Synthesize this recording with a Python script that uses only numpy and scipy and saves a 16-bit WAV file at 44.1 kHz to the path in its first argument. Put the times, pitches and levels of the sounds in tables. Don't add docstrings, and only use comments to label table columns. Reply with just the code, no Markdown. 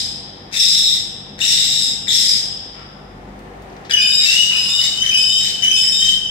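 import sys
import numpy as np
from scipy import signal
from scipy.fft import rfft, irfft
from scipy.io import wavfile
from scipy.ndimage import uniform_filter1d, minimum_filter1d

SR = 44100
rng = np.random.default_rng(int(sys.argv[2]) if len(sys.argv) > 2 else 0)


def dump_mix(stems):
    frames = np.atleast_2d(stems).T
    limited = np.clip(frames, -1, 1)
    pcm = np.round(limited * 32767).astype(np.int16)
    wavfile.write(sys.argv[1], SR, pcm)


def elevation(decibels):
    levels = np.asarray(decibels, float)
    return 10 ** (levels / 20)


N = 277830
PAD = SR // 2
T = np.arange(-PAD, N) / SR
M = len(T)
LEAD_SAMPLES = 11
SCREAM_PERCENT = 2.4
BREAK_S = 0.07


def colour(x, points):
    hz = np.maximum(np.fft.rfftfreq(x.shape[-1], 1 / SR), 1)
    f, db = np.transpose(points)
    gain = elevation(np.interp(np.log(hz), np.log(f), db))
    return irfft(rfft(x) * gain, x.shape[-1])


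def unit(x):
    return x / np.sqrt(np.mean(x ** 2))


def wander(rate_hz):
    k = max(int(SR / rate_hz), 1)
    smooth = uniform_filter1d(rng.standard_normal(M), k)
    return unit(uniform_filter1d(smooth, k))


def lifts(rows):
    return sum(lift_db * np.exp(-((T - s) / length_s) ** 2) for s, lift_db, length_s in rows)


def draught(points, db):
    # f/Hz, level/dB
    side_colour = [(60, -23), (110, -12.5), (200, -17.5), (380, -5), (700, -3), (1290, 3), (2380, 0),
                   (4400, 0), (8120, 2.5), (15000, -8)]
    mid, side = colour(rng.standard_normal((2, M)), points)
    side = np.array([[1], [-1]]) * colour(side, side_colour)
    return elevation(db) * (mid + side) / np.sqrt(np.mean(mid ** 2))


def cooler(birds):
    # f/Hz, level/dB (per Hz)
    air_colour = [(150, -39), (260, -4), (393, 0.5), (451, -6.5), (475, -2.5), (595, -6), (770, -1.5),
                  (931, -9), (1620, -17.5), (1760, -13), (2530, -21), (16000, -48)]
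    # f/Hz, level/dB (per Hz)
    drone_colour = [(15, -42), (25, -7), (54, -4), (75, -5), (140, -2), (166, -7), (194, -0.5), (260, -4),
                    (340, -20.5), (570, -120)]
    # f/Hz, level/dB
    motor_lines = [(98, -51.5), (147, -49.5), (198, -51.5), (488, -55)]
    # t/s, lift/dB, length/s
    gusts = [
        (3.35, 10, 0.5),
        (4.2, -19, 0.16),
        (6.1, 11, 0.14),
    ]
    loud_db, recover_db_s = -26, 4.5
    loud = uniform_filter1d(birds ** 2, size=2000) > elevation(loud_db) ** 2
    last_loud = np.maximum.accumulate(np.where(loud, T, T[0]))
    quiet_s = uniform_filter1d(T - last_loud, size=3000)

    air_db = -47 + recover_db_s * quiet_s + np.array([[1.3], [-1.3]]) + 0.5 * wander(3.1)
    air = draught(air_colour, 0.81) * elevation(air_db)
    drone = draught(drone_colour, -43.5) * elevation(np.array([[0.7], [-0.7]]) + 0.8 * wander(3.2))
    lines = 0
    for hz, db in motor_lines:
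        level = elevation(db + 0.8 * wander(16))
        lines = lines + level * np.sin(2 * np.pi * np.cumsum(hz + 0.28 * wander(3.3)) / SR)
    rumble_level = elevation(-49.5 + lifts(gusts) + 0.5 * wander(5.2))
    rumble = rumble_level * np.sin(2 * np.pi * np.cumsum(49 + 1.71 * wander(9.1)) / SR)
    return air + drone + np.sqrt(2) * lines + rumble


def calls(rows, rise_s=0.0045, fall_s=0.013):
    rows = np.array(rows, float)
    current = np.maximum(np.searchsorted(rows[:, 0], T) - 1, 0)
    start, length, db, change_db, *rest = rows[current].T
    age = np.maximum(T - start, 0)
    left = length - age
    gate = np.clip(age / rise_s, 0, 1) * np.clip(left / fall_s, 0, 1)
    return age, left, gate * elevation(db + change_db * np.minimum(age / length, 1)), *rest


def unsteady(age, left, percent):
    clean_percent, break_percent, settle_s = 0.35, 4, 0.04
    clean_s = np.where(percent > SCREAM_PERCENT, -0.015, 0.06)
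    settled = np.clip((age - clean_s) / settle_s, 0, 1)
    broken = settled * np.clip(1 - left / BREAK_S, 0, 1)
    own = settled * (percent - clean_percent)
    return clean_percent + own + broken * np.maximum(break_percent - percent, 0)


def voice(hz, percent, partials_db, shimmer_db, wander_hz):
    phase = 2 * np.pi * np.cumsum(hz * (1 + percent / 100 * wander(wander_hz))) / SR
    shimmer = shimmer_db * np.sqrt(percent) * wander(wander_hz)
    swing = elevation(shimmer - 0.16 * shimmer_db ** 2 * percent)
    partials = sum(elevation(db) * np.sin((k + 1) * phase) for k, db in enumerate(partials_db))
    return np.sqrt(2) * swing * partials


def onset_lift(age, percent):
    return elevation(3 * np.exp(-age / 0.053) * (percent > SCREAM_PERCENT))


def chick():
    # t/s, length/s, level/dB, change over the call/dB, second harmonic f/Hz
    low_calls = [
        (-.35, 0.43, -26.5, 6, 5065),
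        (.536, .43, -17, -5, 5225),
        (1.412, 0.4705, -18.5, -3, 5430),
        (2.11, 0.225, -12, -12, 5367),
        (3.965, 0.29, -16.5, -8.5, 4980),
        (4.52, 0.31, -16.5, -12.5, 5040),
        (5.11, 0.28, -13.5, -10, 5080),
        (5.705, 0.32, -12, -17.5, 5130),
    ]
    # unsteadiness/%, glide/(Hz/s)
    low_manner = [(2.5, 0), (2.7, 400), (2.9, -420), (3.1, -1000), (1.5, 300), (1.9, 450), (2, 250),
                  (1.8, 50)]
    low_first_db = [-20, 3, 8, -14, 16, 10, 9, 7]
    # t/s, length/s, level/dB, change/dB, f/Hz
    high_calls = [(-.35, 0.32, -18, -11, 3930), (.562, 0.388, -19.5, -2, 3740),
                  (1.403, 0.51, -22, -5.5, 3760), (2.078, 0.27, -20, -20.5, 3720),
                  (4.015, 0.025, -16, -15, 3714), (4.11, 0.33, -23, -12, 3780),
                  (4.69, 0.24, -22, -7.5, 3700), (5.17, 0.1357, -31, -10, 3650),
                  (5.29, 0.18, -24.5, -9, 3730), (5.765, 0.084, -19, -39, 3650),
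                  (5.92, 0.26, -19.5, -23, 3730)]
    high_unsteady = [5, 3.8, 4, 6, .8, 1, .7, 1.3, .5, 1.4, .45]
    high_second_db = [-40, -15, -7.5, -8.5, -8, -5, -8.5, -6, -4, -5.5, -6.5]

    low_rows = np.column_stack([low_calls, low_manner, low_first_db])
    age, left, gain, hz, percent, glide, first_db = calls(low_rows)
    first_db = np.maximum(first_db - 330 * age, -25)
    swell_s = np.where(percent > SCREAM_PERCENT, 0.012, 0.05)
    gain = gain * elevation(-20 * np.exp(-age / swell_s)) * onset_lift(age, percent)
    pitch = (hz + glide * np.minimum(age, 0.5)) / 2
    partials_db = [first_db, 0, -14.5, -18, -34, -36]
    low = gain * voice(pitch, unsteady(age, left, percent), partials_db, shimmer_db=6, wander_hz=454.6)

    high_rows = np.column_stack([high_calls, high_unsteady, high_second_db])
    age, left, gain, hz, percent, second_db = calls(high_rows)
    rough = unsteady(age, left + BREAK_S / 2, percent)
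    pitch = hz - 150 * np.exp(-age / 0.03)
    partials_db = [0, second_db, -28, -32]
    high = voice(pitch, rough, partials_db, shimmer_db=-1.5, wander_hz=443.5)
    return low + gain * onset_lift(age, percent) * high


def rasp():
    # t/s, length/s, level/dB, change/dB, croak at onset re level/dB
    sudden = [
        (-.2, 0.13, -40, 10.5, -10),
        (.511, 0.48, -34.5, -14, 12.5),
        (1.38, 0.56, -34.5, -13, 15),
        (2.066, 0.33, -33.5, -11, 11),
        (3.894, 0.048, -28, -11, 18),
        (3.95, 2.2, -51.5, -5.5, 3),
    ]
    # t/s, length/s, level/dB, change/dB, croak re level/dB
    breaks = [
        (4.2, 0.33, -32, -21.5, 18.5),
        (4.47, 0.24, -45, -9, 17),
        (4.79, 0.095, -34, -1, 11),
        (5.02, 0.082, -39, 1, 24.5),
        (5.38, .14, -44.5, 1, 18.5),
        (5.61, 0.073, -41.5, -2.5, 28),
        (5.82, 0.061, -50.5, -5, 34),
        (6.0, 0.18, -43, -8, 22),
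    ]
    # f/Hz, level/dB (per Hz)
    throat = [(1300, -24), (2000, 6.5), (2900, -2.5), (3700, 20), (4500, 7.5), (5200, 15), (6600, 8.5),
              (7900, 5), (9400, -2), (10500, -7), (12500, -8), (15500, -19)]
    croak_colour = [(700, -46), (1300, -14), (1700, 0.5), (2100, 2), (2500, 0), (3500, -34)]
    slaps = rng.standard_normal((2, M)) * elevation(5.96 * wander(910))
    hiss = unit(colour(slaps[0], [(600, -54)] + throat))
    croak = unit(colour(slaps[1], croak_colour))
    sudden_calls = calls(sudden, rise_s=0.0053, fall_s=0.022)
    break_calls = calls(breaks, rise_s=0.029, fall_s=0.054)
    out = 0
    for age, _, gain, croak_db in (sudden_calls, break_calls):
        croak_db = np.maximum(croak_db - 150 * age, -7)
        hiss_db = 15 - 22 * np.exp(-age / 0.028)
        out = out + gain * (elevation(hiss_db) * hiss + elevation(croak_db - 13) * croak)
    return out


def sleeve():
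    # t/s, length/s, level/dB, change/dB
    rubs = [
        (2.73, .22, -41.5, -30),
        (4.51, 0.068, -31, -15.5),
        (4.67, 0.13, -36.5, -28),
        (4.96, 0.059, -41, -8),
    ]
    cloth_colour = [(700, -23), (1150, -2), (1600, -6), (2800, -9), (8000, -30), (10000, -53)]
    rub = unit(colour(rng.standard_normal(M), cloth_colour))
    gain = calls(rubs, rise_s=0.01, fall_s=0.042)[2]
    return rub * gain * elevation(5.7 * wander(45))


def fingers():
    # t/s, peak level/dB, decay/s, brightness/dB
    ticks = [
        (2.7444, -46, 0.011, 9),
        (3.289, -58.5, 0.005, 20),
        (3.3905, -51, 0.0041, 28),
        (3.6205, -53, 0.0077, 25),
        (3.6994, -47, 0.0059, -1),
        (3.7263, -45, 0.0051, -2),
        (3.766, -43, 0.0046, 0),
        (3.8474, -41, 0.028, -22),
    ]
    out, t = np.zeros((2, M)), np.arange(SR // 10) / SR
    noises = rng.standard_normal((len(ticks), len(t)))
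    for (s, db, decay_s, bright_db), noise in zip(ticks, noises):
        i = int(s * SR) + PAD
        levels = elevation([[db + 12.0], [db - 2.5 + bright_db]])
        out[:, i:i + len(t)] += levels * noise * np.exp(-t / max(decay_s, 0.001))
    dull = colour(out[0], [(2500, -5), (4800, -7), (6500, -11), (11000, -48)])
    bright = colour(out[1], [(5000, -27), (9000, -20), (15000, -27)])
    return dull + bright


def sibling():
    # t/s, length/s, level/dB, change/dB, second harmonic re level/dB
    whistles = [
        (3.914, .09, -10, -21.5, -11),
        (4.25, 0.2, -25, 8, -14),
        (4.44, 0.14, -22, -10.5, -9),
        (4.69, 0.12, -31.5, 10, -19),
        (4.955, 0.26, -21.5, -6.5, -11.5),
        (5.24, 0.15, -28, 9.5, -20),
        (5.62, 0.2, -13, -16.5, -10.5),
        (5.97, .12, -28.5, 10, -13.5),
        (6.09, 0.14, -17, -23.5, -18.5),
        (6.21, 0.19, -35.5, 11, -8),
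    ]
    # t/s, length/s, level/dB, change/dB, f/Hz
    half_pitch = [
        (3.895, .035, -32, -2, 1640),
    ]
    # t/s, f/Hz
    pitch_track = [(3.92, 2950), (4.0, 2900), (4.25, 2660), (4.42, 2950), (4.55, 3010), (4.7, 2950),
                   (4.96, 2990), (5.03, 3075), (5.17, 3000), (5.39, 3085), (5.45, 3040), (5.62, 2975),
                   (5.72, 3095), (5.83, 3060), (6.05, 3115), (6.3, 3000)]
    # t/s, lift/dB, length/s
    swells = [
        (4.393, 12, 0.01),
        (5.065, 24, 0.0031),
        (5.078, 14, 0.0056),
        (5.094, 8, 0.0034),
        (5.123, -11, 0.0022),
        (5.146, 11, 0.0045),
        (5.388, 15, 0.0016),
        (5.678, 1.5, 0.0065),
        (6.09, 32, 0.0048),
        (6.284, 0, .005),
    ]
    _, _, gain, second_db = calls(whistles, rise_s=0.0062)
    pitch = np.interp(T, *np.transpose(pitch_track))
    partials_db = [0, second_db, -24, -34, -40]
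    whistle = voice(pitch, 0.75, partials_db, shimmer_db=7.0, wander_hz=138.0)
    whistle = gain * elevation(lifts(swells)) * whistle
    _, _, gain, hz = calls(half_pitch, fall_s=0.012)
    onset = voice(hz, 1.615, [2.5, 6.5, 3.5, -6, -19], shimmer_db=5.5, wander_hz=307)
    return whistle + gain * onset


def room(x):
    # f/Hz, T60/s
    decay_times = [(1500, 2.5), (3000, 1.72), (5000, 1.14), (8000, 0.71), (12000, 0.16)]
    wet_db, early_db, early_s, level_difference_db = 5.5, 3.5, 0.077, 3.5
    t = np.arange(int(1.5 * SR)) / SR
    tail = 0
    for k, (_, t60) in enumerate(decay_times):
        shape = [(f, 0 if j == k else -40) for j, (f, _) in enumerate(decay_times)]
        band = colour(rng.standard_normal((2, len(t))), shape) * np.exp(-np.log(1000) * t / t60)
        tail = tail + band / np.sqrt(t60)
    tail = tail * np.clip(t / 0.0013, 0, 1) / np.sqrt(np.sum(tail ** 2) / 2)
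    early = rng.standard_normal((2, len(t))) * np.exp(-t / early_s) * (t > 0.003)
    early = early / np.sqrt(np.sum(early ** 2) / 2)
    response = elevation(wet_db) * tail + elevation(early_db) * early
    response[0, 0] += 1
    response[1, LEAD_SAMPLES] += elevation(-6.5)
    response *= elevation(np.array([[level_difference_db], [-level_difference_db]]) / 2 + 0.5)
    return signal.fftconvolve(x[None], response, axes=1)[:, :M]


def scene():
    ticks, whistle = fingers(), sibling()
    birds = chick() + whistle + rasp()
    near = np.array([ticks, elevation(-3) * np.roll(ticks, 9)])
    straight = np.array([whistle, elevation(-3.5) * np.roll(whistle, LEAD_SAMPLES)])
    near += elevation(-1.5) * straight
    echoing = room(birds + sleeve() + elevation(-6) * ticks)
    return (echoing + near + cooler(birds))[:, PAD:]


def band_limit(x):
    return signal.sosfilt(signal.butter(12, 16000, fs=SR, output="sos"), x)


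def record(dry):
    bass_cut = signal.butter(2, 36, "high", fs=SR, output="sos")
    top_cut = signal.ellip(10, 0.2, 70, 15750, fs=SR, output="sos")
    heard = signal.sosfilt(bass_cut, dry)
    heard = signal.sosfilt(top_cut, heard)
    peak = np.abs(heard).max(axis=0) + 1e-9
    limit = minimum_filter1d(np.minimum(0.93 / peak, 1), size=401)
    heard = heard * uniform_filter1d(uniform_filter1d(limit, size=200), size=200)
    return band_limit(heard)


dry = scene()
out = record(dry)
dump_mix(out)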